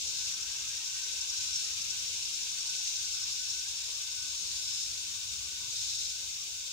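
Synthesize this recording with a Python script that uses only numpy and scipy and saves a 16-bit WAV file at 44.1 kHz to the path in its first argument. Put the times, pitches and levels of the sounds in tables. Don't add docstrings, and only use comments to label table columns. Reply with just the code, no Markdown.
import sys
import numpy as np
from scipy import signal
from scipy.fft import rfft, irfft
from scipy.io import wavfile
from scipy.ndimage import uniform_filter1d

SR = 44100
rng = np.random.default_rng(int(sys.argv[2]) if len(sys.argv) > 2 else 0)


def digitize_waveform(pressure):
    field = np.atleast_2d(pressure).T
    bounded = np.clip(field, -1, 1)
    quanta = np.round(bounded * 32767).astype(np.int16)
    wavfile.write(sys.argv[1], SR, quanta)


N = 296352
TIME = np.arange(N) / SR
SIDES = np.array([[1], [-1]])


def undb(db):
    return 10 ** (np.asarray(db) / 20)


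def unit(x):
    return x / np.sqrt(np.mean(x ** 2))


def curve(table, t=TIME, column=1):
    rows = np.array(table, float)
    return np.interp(t, rows[:, 0], rows[:, column])


def colour(table, hz, column=1):
    rows = np.array(table, float)
    return np.interp(np.log(hz + 1), np.log(rows[:, 0]), rows[:, column])


def bell(offset, width):
    return np.exp(-.5 * (offset / width) ** 2)


def wander(rate_hz):
    f = np.fft.rfftfreq(N, 1 / SR)
    f = f[f < 4 * rate_hz]
    real, imag = rng.standard_normal((2, 4096))[:, :len(f)]
    return unit(irfft((real + 1j * imag) * np.exp(-(f / rate_hz) ** 2), N))


def swells(events, attack_s, release_s, t=TIME):
    return sum(db * np.clip(np.minimum((t - start) / attack_s, 1 - (t - start - length) / release_s), 0, 1)
               for start, length, db, *_ in events)


def flicker(x, depth_db):
    spectrum = signal.stft(x, SR, nperseg=2048)[2]
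    patches = rng.standard_normal(spectrum.shape[1:])
    patches = uniform_filter1d(patches, size=9, axis=0)
    patches = uniform_filter1d(patches, size=4, axis=1)
    return signal.istft(spectrum * undb(depth_db * unit(patches)), SR)[1][:, :N]


# frequency in Hz, left minus right in dB, likeness from -1 to 1.
STEREO_IMAGE = [(93, -3, 0.8), (302, 2.5, 0.067), (730, 2.5, -0.47), (930, -3.5, 0.29), (1590, -3.5, 0.56),
                (1820, -7.5, 1), (2450, -0.5, 0.13), (2760, -2, -0.3), (3820, 4.5, 0.0073), (5500, 3, 0.02),
                (5800, 1, -0.25), (6620, 6.5, 0.36), (6960, 7, -0.16), (8350, 5, -0.16), (9350, -2, -0.2),
                (10940, 0.5, 0.81), (14200, 0.5, -0.72)]

def noise(gain_at):
    f = np.fft.rfftfreq(N, 1 / SR)
    alike = np.clip(colour(STEREO_IMAGE, f, column=2), -1, 1)
    mid, side = rfft(rng.standard_normal((2, N)))
    pair = np.sqrt(1 + alike) * mid + SIDES * np.sqrt(1 - alike) * side
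    balance = undb(SIDES * colour(STEREO_IMAGE, f) / 2)
    return unit(irfft(pair * balance * gain_at(f), N))


def coloured_noise(table):
    return noise(lambda f: undb(colour(table, f)))


def resonances(modes):
    def gain_at(f):
        return np.sqrt(sum(undb(db) ** 2 / width / (1 + ((f - hz) / width) ** 2) ** 2
                           for hz, width, db in modes))
    return noise(gain_at) * np.sqrt(sum(undb(db) ** 2 for _, _, db in modes))


def reflections(f, t, count=8, drift=.035):
    delays_s = rng.uniform(.002, .011, (count, 2, 1, 1))
    sway = np.sin(t + rng.uniform(0, 2 * np.pi, (count, 1, 1, 1)))
    moving_s = np.float32(delays_s * (1 + drift * sway / 2))
    return 2 * np.cos(np.float32(2 * np.pi * f[:, None]) * moving_s).sum(axis=0) / np.sqrt(count)


# frequency in Hz, relative level in dB.
HISS_COLOUR = [(1600, -43), (2000, -26), (2110, -16), (2640, -3.5), (3100, -5.5), (3700, -3.5), (4500, -3),
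               (5550, -1.5), (6300, -1), (7250, -3), (8300, -11), (9700, -16), (10900, -24.5),
               (14000, -22.5)]
# time in seconds, relative level in dB.
STEADY_LEAK = [(0, -40.5), (.45, -39.5), (1, -38.5), (3.2, -38), (4.1, -39), (5.6, -40), (6.72, -41)]
# start in seconds, length in seconds, leak rise in dB, ring pitch in Hz, ring boost in dB.
CHUCK_SLIPS = [(-.05, 0.33, 3, 5260, 4), (1.27, 0.39, 1.5, 5340, 3), (2.574, 0.19, 0.4, 5350, 4),
               (2.767, 0.23, 1, 6100, 6), (3.057, 0.31, 0, 5240, 6.5), (3.35, 0.18, 0.2, 5500, 7),
               (4.29, 0.29, 1.5, 5260, -2), (4.548, 0.31, 1.5, 5200, 7), (5.66, .24, 3, 5200, 2),
               (5.88, 0.19, 3.5, 5200, 4), (6.07, .18, 1, 5250, 0)]
# frequency in Hz, dB gained per dB of leak.
LEAK_FOLLOWING = [(2800, 0), (3900, 1.1), (6500, 1.0), (8500, 1.1), (11000, .5)]
# time in seconds, level change in dB.
LOW_HISS_LEVEL = [(0, -2.5), (.7, -1.5), (2.3, -1), (4.2, -3), (6, -3.5), (6.72, -4.5)]
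# pitch in Hz,
# width in Hz, boost in dB at the start, boost in dB at the end, dB gained per dB of leak.
GAP_RESONANCES = [(3670, 130, 1.5, 3.5, -0.23), (4100, 200, -.5, 0, 0.8), (5320, 95, 1, 2.5, 1),
                  (6000, 90, 2, 0, 0.4), (7430, 60, 1, 3, -.4)]

def leak_hiss(phase, gain_db=2, flutter_db=.61, stroke_dip_db=1.16, pan_db=-.56):
    f, t, spectrum = signal.stft(coloured_noise(HISS_COLOUR), SR, nperseg=1024)
    freq = f[:, None]
    slip_shape = dict(attack_s=.11, release_s=.08, t=t)
    leak_db = curve(STEADY_LEAK, t) + swells(CHUCK_SLIPS, **slip_shape)
    surge_db = leak_db - leak_db.mean()
    follows = colour(LEAK_FOLLOWING, freq)
    db = follows * (surge_db + SIDES[:, None] * pan_db / 2) + reflections(f, t)
    low_share = np.clip(1 - follows, 0, 1) * (freq < LEAK_FOLLOWING[1][0])
    stroke = np.interp(t, TIME, np.cos(2 * np.pi * phase))
    db += low_share * (curve(LOW_HISS_LEVEL, t) - stroke_dip_db * stroke)
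    tilt = t / t[-1]
    for hz, width, first_db, last_db, per_leak_db in GAP_RESONANCES:
        db += bell(freq - hz, width) * (first_db + (last_db - first_db) * tilt + per_leak_db * surge_db)
    for start, length, _, hz, ring_db in CHUCK_SLIPS:
        db += bell(freq - hz, width=85) * swells([(start, length, ring_db)], **slip_shape)
    hiss = signal.istft(spectrum * undb(db), SR)[1][:, :N]
    return hiss * undb(leak_db.mean() + gain_db + flutter_db * wander(51))


# pitch in Hz, width in Hz, relative level in dB.
CHUCK_TONES = [(2714, 20, -60), (3636, 18, -62), (7418, 24, -60)]

def chuck_tones(start_db=3.5, fade_db_per_s=2.5):
    return resonances(CHUCK_TONES) * undb(start_db - fade_db_per_s * TIME)


# time in seconds, pitch in Hz, relative level in dB.
LOWER_GLIDE = [(0, 5880, -50), (.4, 5690, -49.5), (1.2, 5700, -48.5), (2.3, 5630, -49), (2.85, 5740, -48.5),
               (3.55, 5720, -48.5), (3.85, 5470, -51), (4.6, 5440, -51), (5.1, 5660, -52.5),
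               (6.72, 5690, -53.5)]
# time in seconds, pitch in Hz, relative level in dB.
UPPER_GLIDE = [(0, 6450, -63), (4.15, 6380, -56), (4.4, 6450, -49.5), (4.7, 6650, -50.5), (5.4, 6600, -57),
               (5.8, 6540, -48.5), (6.0, 6420, -50), (6.15, 6640, -51), (6.72, 6640, -54)]

def half_whistle(glide, gain_db, width_hz=65, waver_hz=25, unsteady_db=2, pan_db=2):
    pitch = curve(glide) + waver_hz * wander(7)
    band = signal.hilbert(resonances([(pitch.mean(), width_hz, 0)]))
    gliding = np.real(band * np.exp(2j * np.pi * np.cumsum(pitch - pitch.mean()) / SR))
    level_db = curve(glide, column=2) + gain_db + unsteady_db * wander(9)
    return gliding * undb(level_db + SIDES * pan_db / 2)


# time in seconds, relative level in dB.
MOTOR_LEVEL = [(0, -60.5), (.28, -59), (.8, -65), (1.6, -62), (3.2, -63), (5, -61), (5.8, -57.5),
               (6.25, -60), (6.5, -63.5)]
# frequency in Hz, relative level in dB.
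MOTOR_RUMBLE = [(20, -36), (35, -18), (50, 0.5), (75, 3.5), (110, 0), (160, -5.5), (230, -37), (400, -23)]
# pitch in Hz, width in Hz, relative level in dB.
MOTOR_HUM = [(59.5, 6, -66), (89.5, 9, -69)]

def far_motor(rumble_db=-1, hum_db=-2.5, flutter_db=2):
    level_db = curve(MOTOR_LEVEL)
    rumble = coloured_noise(MOTOR_RUMBLE) * undb(level_db + rumble_db + flutter_db * wander(5.8))
    hum = resonances(MOTOR_HUM) * undb(level_db - level_db.mean() + hum_db)
    return rumble + hum


# time in seconds, relative level in dB.
RUSTLE_LOUDNESS = [(0, -68.5), (.9, -80), (2.2, -70.5), (2.5, -77.5), (4, -82.5), (4.5, -71.5), (5.6, -75),
                   (6.72, -82)]

def rustle(gain_db=2, uneven_db=4):
    bands = sum(resonances([(hz, hz / 3, 0)]) * undb(uneven_db * wander(20)) for hz in (190, 280, 420))
    return unit(bands) * undb(curve(RUSTLE_LOUDNESS) + gain_db)


# frequency in Hz, relative level in dB.
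BACKGROUND_COLOUR = [(250, -2), (380, -.5), (520, 3.5), (760, -4.5), (1100, -7), (2000, -7), (9000, -30)]

def background_hiss(level_db=-66):
    return unit(flicker(coloured_noise(BACKGROUND_COLOUR), depth_db=4.2)) * undb(level_db)


# frequency in Hz, relative level in dB.
HIGH_HISS_COLOUR = [(9000, -34), (11500, -3), (13800, -27), (15300, 14), (16000, -10.5)]

def high_hiss(gain_db=-58):
    return coloured_noise(HIGH_HISS_COLOUR) * undb(gain_db)


# time in seconds, strokes per second.
PUMP_SPEED = [(0, 11.347), (.8, 11.476), (1.7, 11.545), (2.4, 11.396), (3.2, 10.99), (4, 11.397),
              (6.7, 11.298)]

def pump_phase(first_stroke_s=.079):
    turns = np.cumsum(curve(PUMP_SPEED)) / SR - first_stroke_s * PUMP_SPEED[0][1]
    return (turns + .5) % 1 - .5


# time in seconds, level in dB for an ordinary stroke.
SPURT_LEVEL = [(0, -39), (.45, -37.3), (2.2, -37.3), (3.5, -37.8), (4.2, -44), (6.7, -51)]
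# time in seconds, rise in dB.
STRONG_STROKES = [(.34, 1.5), (.43, 3), (1.21, 4), (1.30, 4), (1.56, 4), (1.645, 3.5), (1.825, 2.5),
                  (1.905, 3), (2.695, 4), (2.87, 2.5), (3.13, 4), (3.22, 3), (3.51, 4.5), (3.6, 2.5)]
# pitch in Hz, width in Hz, relative level in dB.
SPURT_RINGS = [(5340, 130, -1), (5680, 120, -2.5), (6700, 800, -3.5)]

def pump_spurts(phase, width_cycles=.055, early_db=-7, lead_cycles=.23):
    bursts = bell(phase, width_cycles) + undb(early_db) * bell(phase + lead_cycles, width_cycles)
    push_db = sum(db * bell(TIME - at, width=.025) for at, db in STRONG_STROKES)
    return unit(resonances(SPURT_RINGS)) * bursts * undb(curve(SPURT_LEVEL) + push_db)


def ring_level(base_db, fade_db_per_s, fade_in_s=.12, fade_in_db=15):
    return base_db - fade_in_db * np.clip(1 - TIME / fade_in_s, 0, 1) - fade_db_per_s * TIME


def sag(x, hz_per_s):
    return np.real(signal.hilbert(x) * np.exp(-1j * np.pi * hz_per_s * (TIME - TIME.mean()) ** 2))


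# start in seconds, length in seconds, change in dB.
MAIN_RING_SWELLS = [(.12, 0.1, 3), (.84, .78, 3), (1.67, .16, -3), (1.89, 0.08, 6), (2.2, .3, -2),
                    (2.67, 0.12, 4), (2.83, .1, -3), (2.98, 0.23, 2), (3.39, 0.22, 5.5), (3.66, .07, -4),
                    (4.16, .1, 5.5), (4.3, .22, -2), (5.47, 0.16, 5.5), (6.2, .28, -6)]
# pitch in Hz, width in Hz, relative level in dB.
LINE_RINGS = [(906, 11, -81), (980, 52, -75.5), (1125, 30, -84), (1182, 13, -79), (1228, 20, -84.5),
              (1283, 9, -81.5), (1368, 8, -80), (1536, 18, -76.5), (1620, 34, -76), (1715, 24, -83.5),
              (1876, 20, -79), (2095, 16, -78)]

def air_line(main_hz=1506, main_width_hz=11, flutter_db=1.5):
    main = sag(resonances([(main_hz, main_width_hz, 0)]), hz_per_s=2.8)
    power = uniform_filter1d(np.mean(main ** 2, axis=0), size=3000)
    main = unit(main / np.sqrt(power + .09))
    main_db = ring_level(-65.5, fade_db_per_s=.2) + flutter_db * wander(26)
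    main_db += swells(MAIN_RING_SWELLS, attack_s=.02, release_s=.046)
    others = flicker(resonances(LINE_RINGS), depth_db=2.8)
    return main * undb(main_db) + others * undb(ring_level(7, fade_db_per_s=1))


# start in seconds, length in seconds, rise in dB.
WHISTLE_SWELLS = [(2.05, .65, 9), (3.2, 2.3, 5), (3.9, 1.2, 2.5)]
# time in seconds, pitch in Hz.
WHISTLE_NOTE = [(1.7, 8690), (2.6, 8635), (3.0, 8670), (4.8, 8655), (5.6, 8620), (6.0, 8560)]

def edge_whistle(base_db=-65.5, waver_hz=9, flicker_db=3):
    pitch = curve(WHISTLE_NOTE) + waver_hz * wander(43)
    phase = 2 * np.pi * np.cumsum(pitch) / SR
    pair = np.array([np.sin(phase + shift) * undb(flicker_db * wander(27)) for shift in (1.9, 0)])
    return np.sqrt(2) * pair * undb(base_db + swells(WHISTLE_SWELLS, attack_s=.15, release_s=.45))


def scene():
    phase = pump_phase()
    half_whistles = half_whistle(LOWER_GLIDE, gain_db=2.5) + half_whistle(UPPER_GLIDE, gain_db=-2)
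    valve = leak_hiss(phase) + chuck_tones() + half_whistles + pump_spurts(phase) + edge_whistle()
    return valve + air_line() + far_motor() + rustle() + background_hiss() + high_hiss()


def record(dry, top_hz=15750):
    return signal.sosfilt(signal.ellip(12, .1, 80, top_hz, fs=SR, output="sos"), dry)


dry = scene()
out = record(dry)
digitize_waveform(out)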